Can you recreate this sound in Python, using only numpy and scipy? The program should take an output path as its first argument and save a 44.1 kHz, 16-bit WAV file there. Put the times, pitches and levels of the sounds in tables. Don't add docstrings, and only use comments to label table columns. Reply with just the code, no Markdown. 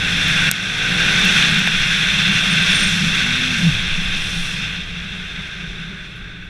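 import sys
import numpy as np
from scipy import signal
from scipy.fft import rfft, irfft, next_fast_len
from scipy.io import wavfile
from scipy.ndimage import uniform_filter1d

SR = 44100
rng = np.random.default_rng(int(sys.argv[2]) if len(sys.argv) > 2 else 0)


def log_audio(samples):
    frames = np.atleast_2d(samples).T
    limited = np.clip(frames, -1, 1)
    pcm = np.round(limited * 32767).astype(np.int16)
    wavfile.write(sys.argv[1], SR, pcm)


def boost(x):
    u = np.asarray(x, float) / 20
    return 10 ** u


N = 286204

# start_s, flow_db, turn_db (head turn: plus feeds the lower resonances, minus the upper)
AIRFLOW = [(0, -24.5, -1), (.16, -22, -4.5), (.45, -19.5, 0.5), (.9, -21.5, -0.5), (1.41, -17.5, -3),
           (1.66, -22, -3), (2.16, -21, -8), (2.72, -20, -5), (3.02, -24, -8), (3.2, -22, -2.5),
           (3.7, -25, -5.5), (4.22, -26.5, -11.5), (4.55, -28, -6), (4.67, -29, -9), (4.92, -34.5, -7.5),
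           (5.19, -33.5, -4.5), (5.87, -37, 2.5), (6.49, -44, 5)]


def rms_one(x):
    return x / np.sqrt(np.mean(x ** 2) + 1e-20)


def in_time(rows):
    s, *columns = np.transpose(rows)
    return [np.interp(np.arange(N) / SR, s, c) for c in columns]


def swells(rows):
    t = np.arange(N) / SR
    return sum(db * np.exp(-((t - s) / half_s) ** 2) for s, half_s, db in rows)


def follow(mean_db, db_per_db):
    flow_db = in_time(AIRFLOW)[0]
    mean_flow_db = -25
    return mean_db + db_per_db * (flow_db - mean_flow_db)


def drift(rate_hz):
    r = np.exp(-40 * np.pi * rate_hz / SR)
    noise = rng.standard_normal(N // 20 + 2002)
    slow = signal.lfilter([1], [1, -2 * r, r * r], noise)[2000:]
    return np.interp(np.arange(N) / 20, np.arange(len(slow)), rms_one(slow))


def resonate(x, hz, width_hz):
    r = np.exp(-np.pi * width_hz / SR)
    zeros = [(1 - r * r) / 2, 0, (r * r - 1) / 2]
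    poles = [1, -2 * r * np.cos(2 * np.pi * hz / SR), r * r]
    return signal.lfilter(zeros, poles, x)


def coloured(spectrum, slope_db):
    size = next_fast_len(N)
    octave = np.log2(np.arange(size // 2 + 1) * SR / size + 1)
    hz, db = np.transpose(spectrum)
    at = np.log2(hz)
    outside = np.maximum(at[0] - octave, 0) + np.maximum(octave - at[-1], 0)
    gain = boost(np.interp(octave, at, db) - slope_db * outside)
    return rms_one(irfft(rfft(rng.standard_normal(size)) * gain, size)[:N])


def window(start_s, stop_s, fade_s):
    t = np.arange(N) / SR
    return np.clip(np.minimum(t - start_s, stop_s - t) / fade_s, 0, 1)


def tone(rows, fade_s, wobble):
    hz, db = in_time(rows)
    turns = np.cumsum(hz * (1 + wobble * drift(50.5))) / SR
    return window(rows[0][0], rows[-1][0], fade_s) * boost(db + 3.5) * np.sin(2 * np.pi * turns)


def stack(speed, level, orders, fade_s, breath_db):
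    (rate,), (db,) = in_time(speed), in_time(level)
    angle = 2 * np.pi * np.cumsum(rate) / SR
    lines = 0
    for k, order_db in orders:
        phase = rng.uniform(0, 2 * np.pi)
        lines = lines + boost(order_db + breath_db * drift(5.4)) * np.sin(round(k) * angle + phase)
    return window(speed[0][0] - fade_s, speed[-1][0] + fade_s, fade_s) * boost(db + 3) * lines


def burst(events, column, t60_s):
    out, t = np.zeros(N), np.arange(int(.05 * SR)) / SR
    for row in events:
        at = round(row[0] * SR)
        noise = rng.standard_normal(len(t))
        out[at:at + len(t)] += (boost(row[column] - 60 * t / t60_s) * noise)[:N - at]
    return out


def wind():
    # pitch_hz, width_hz, level_db, lower_share (0-1), brightness_share (0-1)
    housing = [(1541, 229, 1, 0.99, 0), (1750, 480, -5.5, 0.48, 0.08), (2170, 450, -3, 0.67, 0),
               (2486, 196, 0, 0.36, 0), (2692, 207, 1, 0.33, 0), (3253, 290, -4, 0.14, 0.06),
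               (3518, 353, 1.5, 0.42, 0.09), (4105, 99, -9, 0.06, 0.5), (4410, 350, -15.5, 0.1, 0.94),
               (5112, 230, -15, 0, 0.26), (5684, 920, -14.5, 0, 0.95), (6300, 360, -26, 0.1, 1)]
    # pitch_hz, level_db (per Hz)
    fine_hiss = [(6500, -6.5), (7500, 2), (8300, -1.5), (8900, -2.5), (9700, -4), (10500, -3),
                 (11500, -10.5), (12600, -19), (13600, -18), (15000, -11)]
    # start_s (centre), half_length_s, turn_db
    nods = [(.33, .04, 2), (3.42, 0.09, -4), (3.98, .08, 2), (4.38, .07, 0), (5.42, .1, 1), (5.74, .07, -1),
            (6.1, 0.054, -10)]
    # start_s (centre), half_length_s, level_db
    lulls = [(.6, .06, -1.5), (1.28, .06, -1), (3.6, .08, -0.5), (3.98, 0.027, -3.5), (4.38, 0.2, -2.5),
             (5.74, 0.082, -1), (6.37, .08, 0.5)]
    # start_s (centre), half_length_s, level_db
    gusts = [(1.15, 0.16, 0), (2.95, 0.22, 4), (3.62, 0.16, 3.5), (4.42, 0.19, 3)]
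    flow_db, turn_db = in_time(AIRFLOW)
    flow_db, turn_db = flow_db + swells(lulls), turn_db + swells(nods)
    upper_db, lower_db = flow_db - turn_db / 2, flow_db + turn_db / 2
    fine_db = follow(mean_db=-45, db_per_db=1.275) + swells(gusts)
    gust, flutter = drift(11.5), drift(150)
    lower_tilt_db = lower_db - upper_db + 3
    brightness_db = fine_db - upper_db + 22
    roar = 0
    for hz, width_hz, db, low, bright in housing:
        eddies = rng.standard_normal(N)
        for _ in range(2):
            eddies = resonate(eddies, hz, 1.295 * width_hz)
        eddy_db = db + low * lower_tilt_db + bright * brightness_db + 0.57 * drift(10.5)
        roar = roar + boost(eddy_db) * eddies
    roar = boost(upper_db + 13.5 + 0.62 * gust + 0.6 * flutter) * roar
    hiss_db = fine_db + 0.17 * gust + 0.53 * flutter + 0.72 * drift(24)
    return roar + boost(hiss_db) * coloured(fine_hiss, slope_db=35)


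def mount_boom():
    # pitch_hz, width_hz, level_db
    mount = [(172, 21, 1.5), (186.3, 6.8, -1.5)]
    # start_s (centre), half_length_s, level_db
    washboard = [(.12, 0.12, -4.5), (.3, 0.026, 4), (.5, 0.041, 7.5), (1.25, 0.068, -0.5), (1.58, 0.14, 7),
                 (2.3, 0.14, 3), (2.6, 0.048, 6), (2.81, 0.1, 5.5), (3.04, 0.081, 11), (3.65, 0.11, 8),
                 (4.4, 0.33, 0.5)]
    boom_db = follow(mean_db=-32, db_per_db=0.63) + swells(washboard)
    push = resonate(rng.standard_normal(N), 157.5, 61)
    boom = sum(boost(db) * resonate(push, hz, width_hz) for hz, width_hz, db in mount)
    return boost(boom_db + 2.0 + 1.25 * drift(8.2)) * rms_one(boom)


def buffeting():
    # pitch_hz, level_db (per Hz)
    buffet = [(8, -7), (13, -4.5), (24, -6), (42, -7), (58, -10)]
    # start_s (centre), half_length_s, level_db
    rocking = [(0, 0.14, 6), (.55, .15, -4), (1.76, .08, 2), (2.85, .1, 5.5), (4.1, .4, 2),
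               (5.35, 0.29, -0.5), (6.4, 0.35, 1.5)]
    buffet_db = follow(mean_db=-35, db_per_db=0.29) + swells(rocking)
    return boost(buffet_db + 0.5) * coloured(buffet, slope_db=8.0)


def ground():
    # pitch_hz, level_db (per Hz)
    rolling = [(45, 3), (75, -7), (130, 11.5), (215, -31), (260, -1), (340, -7), (430, -4), (550, -8.5),
               (800, -5), (1000, -8), (1250, 2), (1400, -15)]
    db = follow(mean_db=-40, db_per_db=0.88)
    return boost(db + 3.0 + 0.67 * drift(17)) * coloured(rolling, slope_db=26)


def engine():
    # start_s, firing_hz
    firing = [(0, 45), (.15, 46.4), (.45, 47.4), (.9, 58.2), (1, 61.7), (1.07, 68.2), (1.25, 73.3),
              (1.45, 76.2), (1.56, 76.6)]
    # start_s, level_db
    firing_db = [(0, -40), (.45, -42), (.7, -39.5), (1.05, -39.5), (1.56, -45.5)]
    # multiple, slow_db, middle_db, fast_db (at the three speeds below)
    harmonics = [(1, -3, -3, -1), (2, 5, 4, 4), (3, 0, 3, 7), (4, -3, -6, -3), (5, -2, -1, -4),
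                 (6, -1, -5, 0), (7, -16, -5, -8), (8, -10, -1, -6), (9, -11, -6, -6), (10, -11, -10, -7),
                 (11, -10, -10, -4), (12, -17, -12, -8), (13, -12, -4, -13), (14, -12, -9, -12),
                 (17, -8, -14, -16)]
    speeds = (46, 56, 74)
    rate, = in_time(firing)
    pulling = [(k, np.interp(rate, speeds, db)) for k, *db in harmonics]
    return stack(firing, firing_db, pulling, fade_s=0.019, breath_db=0.6)


def grit():
    # start_s, crack_db, tick_db, knock_db
    grains = [
        (.282, -45, -15, -40),
        (0.5136, 11, -4, -3),
        (1.2522, -45, -13, -40),
        (1.592, -36, -15, -40),
        (1.6748, -19, -19, -3.5),
    ]
    crack = burst(grains, column=1, t60_s=0.0059)
    bright = signal.sosfilt(signal.butter(2, [4900, 11000], "band", fs=SR, output="sos"), crack)
    ring = 1.6 * resonate(crack, 8900, 250)
    tick = burst(grains, column=2, t60_s=0.0029)
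    tick = signal.sosfilt(signal.butter(2, 9000, "high", fs=SR, output="sos"), tick)
    knock = np.zeros(N)
    for start_s, _, _, knock_db in grains:
        knock[round(start_s * SR)] = boost(knock_db + 22.0)
    knock = signal.sosfilt(signal.butter(2, 3500, fs=SR, output="sos"), knock)
    dull = -.8 * resonate(knock, 750, 320) - 1.5 * resonate(knock, 1580, 350)
    dull += 2.5 * resonate(knock, 2660, 400) - 0.44 * resonate(knock, 2900, 400)
    return bright + ring + tick + dull


def ruts():
    # start_s, sway_db, shudder_db
    jolts = [(.36, -28, -30), (1.2, -33, -18), (1.72, -16.5, -21), (2.8, -31, -22), (3.03, -23, -34),
             (3.7, -20, -14), (3.88, -11.5, -24), (4.048, -13.5, -8), (4.351, -14.5, -24), (5.67, -27, -15),
             (6.28, -31, -36)]
    out = np.zeros(N)
    for s, sway_db, shudder_db in jolts:
        t = np.maximum(np.arange(N) / SR - s, 0)
        sway = (t / 0.11) * np.exp(1 - t / 0.056) * np.sin(2 * np.pi * 14 * t)
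        shudder = (t / 0.077) * np.exp(1 - t / 0.019) * np.sin(2 * np.pi * 42 * t)
        out += boost(sway_db) * sway + boost(shudder_db) * shudder
    return out


def drive_line():
    # start_s, turning_hz
    coast = [(1.7, 59), (2.9, 50), (3.5, 44), (4.6, 34), (5.5, 28.2), (6.49, 21.8)]
    # start_s, level_db
    coast_db = [(1.7, -50), (2.9, -43), (3.6, -42), (4.6, -46), (5.5, -45.5), (6.49, -48)]
    # multiple, level_db, swell_share (of the late swell, negative falls)
    shaft_orders = [(2, 4.5, -.3), (3, 2, -.5), (5, -9.5, 0.86), (8, -8, -1), (13, -20, 0.65),
                    (14, -18.5, 0.4), (15, -22, 0.66), (16, -23.5, 0.65), (17, -37, 0.8)]
    swell_db = np.interp(np.arange(N) / SR, [3.6, 5.7], [0, 12])
    coasting = [(k, db + share * swell_db) for k, db, share in shaft_orders]
    return stack(coast, coast_db, coasting, fade_s=0.33, breath_db=1.5)


def rattles():
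    # start_s, stop_s, pitch_hz, width_hz, level_db
    parts = [
        (1.87, 3, 600, 15, -48),
        (5.3, 6.6, 610, 17, -61),
        (4.34, 7, 397, 41, -54.5),
        (4.1, 5.9, 650, 79, -58),
        (4.08, 4.62, 9000, 810, -46),
        (3.55, 3.75, 220, 110, -39),
    ]
    out = np.zeros(N)
    for start_s, stop_s, hz, width_hz, db in parts:
        rattle = rms_one(resonate(rng.standard_normal(N), hz, width_hz))
        out += window(start_s, stop_s, 0.26 * (stop_s - start_s)) * boost(db) * rattle
    return out


def whistles():
    # start_s, length_s, pitch_hz, level_db
    edge_tones = [(2.33, .025, 9100, -42), (2.435, .035, 8700, -48), (2.497, .038, 8800, -37),
                  (2.617, .018, 8750, -41), (2.7, .024, 9000, -41), (2.728, .011, 9080, -38),
                  (2.74, 0.079, 8830, -34), (2.796, .03, 7200, -41), (2.823, 0.033, 8650, -31),
                  (2.866, .017, 8580, -31), (2.88, .05, 7110, -38)]
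    peak_share, edge_db, sag_hz = 0.44, -2, 90
    shrill = 0
    for s, length_s, hz, db in edge_tones:
        path = [(s, hz, db + edge_db),
                (s + peak_share * length_s, hz + sag_hz / 2, db),
                (s + length_s, hz - sag_hz / 2, db + edge_db)]
        shrill = shrill + tone(path, fade_s=0.0027, wobble=0.011)
    return boost(2.6 * drift(90)) * shrill


def buzz():
    start_s, top_s, end_s = 3.2, 3.505, 3.79
    top_hz, climb_hz_per_s, fall_hz_per_s = 259, 84, 580
    top_db, swell_db_per_s, late_db_per_s = -31, 15, 22
    boost_hz, boost_half_width_hz, boost_db = 167, 24, 12.5
    s = np.arange(start_s, end_s, .005)
    before, after = np.maximum(top_s - s, 0), np.maximum(s - top_s, 0)
    hz = top_hz - climb_hz_per_s * before - fall_hz_per_s * after
    db = top_db - swell_db_per_s * before + late_db_per_s * after
    db = db + boost_db * np.exp(-((hz - boost_hz) / boost_half_width_hz) ** 6)
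    return boost(0.8 * drift(30)) * tone(np.transpose([s, hz, db]), fade_s=0.032, wobble=0.012)


def chain():
    # start_s, level_db
    chirps = [
        (6.02, -66),
        (6.10, -64),
        (6.155, -55),
        (6.275, -72),
        (6.435, -60),
    ]
    envelope = uniform_filter1d(np.abs(burst(chirps, column=1, t60_s=.2)), size=200)
    scrape = envelope * rng.standard_normal(N)
    return 3.6 * resonate(scrape, 10500, 300) + 1.5 * resonate(scrape, 12000, 500)


def scene():
    air = wind() + mount_boom() + buffeting() + ground()
    bike = engine() + drive_line() + rattles() + buzz() + chain()
    return (air + bike + grit() + ruts() + whistles())[None]


def roll_off(x):
    return signal.sosfilt(signal.butter(12, 16400, fs=SR, output="sos"), x)


def record(dry):
    duck_at_s, duck_db, recover_db_per_s = .4922, -9, 17.5
    since = np.arange(N) / SR - duck_at_s
    onset = np.clip(since / 0.0048, 0, 1)
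    ducked = dry * boost(onset * np.minimum(duck_db + recover_db_per_s * since, 0))
    rounded = 1.3 * np.tanh(ducked / 1.3)
    cut = signal.sosfilt(signal.cheby2(12, 60, 15300 + 250, fs=SR, output="sos"), rounded)
    return roll_off(cut)


dry = scene()
out = record(dry)
log_audio(out)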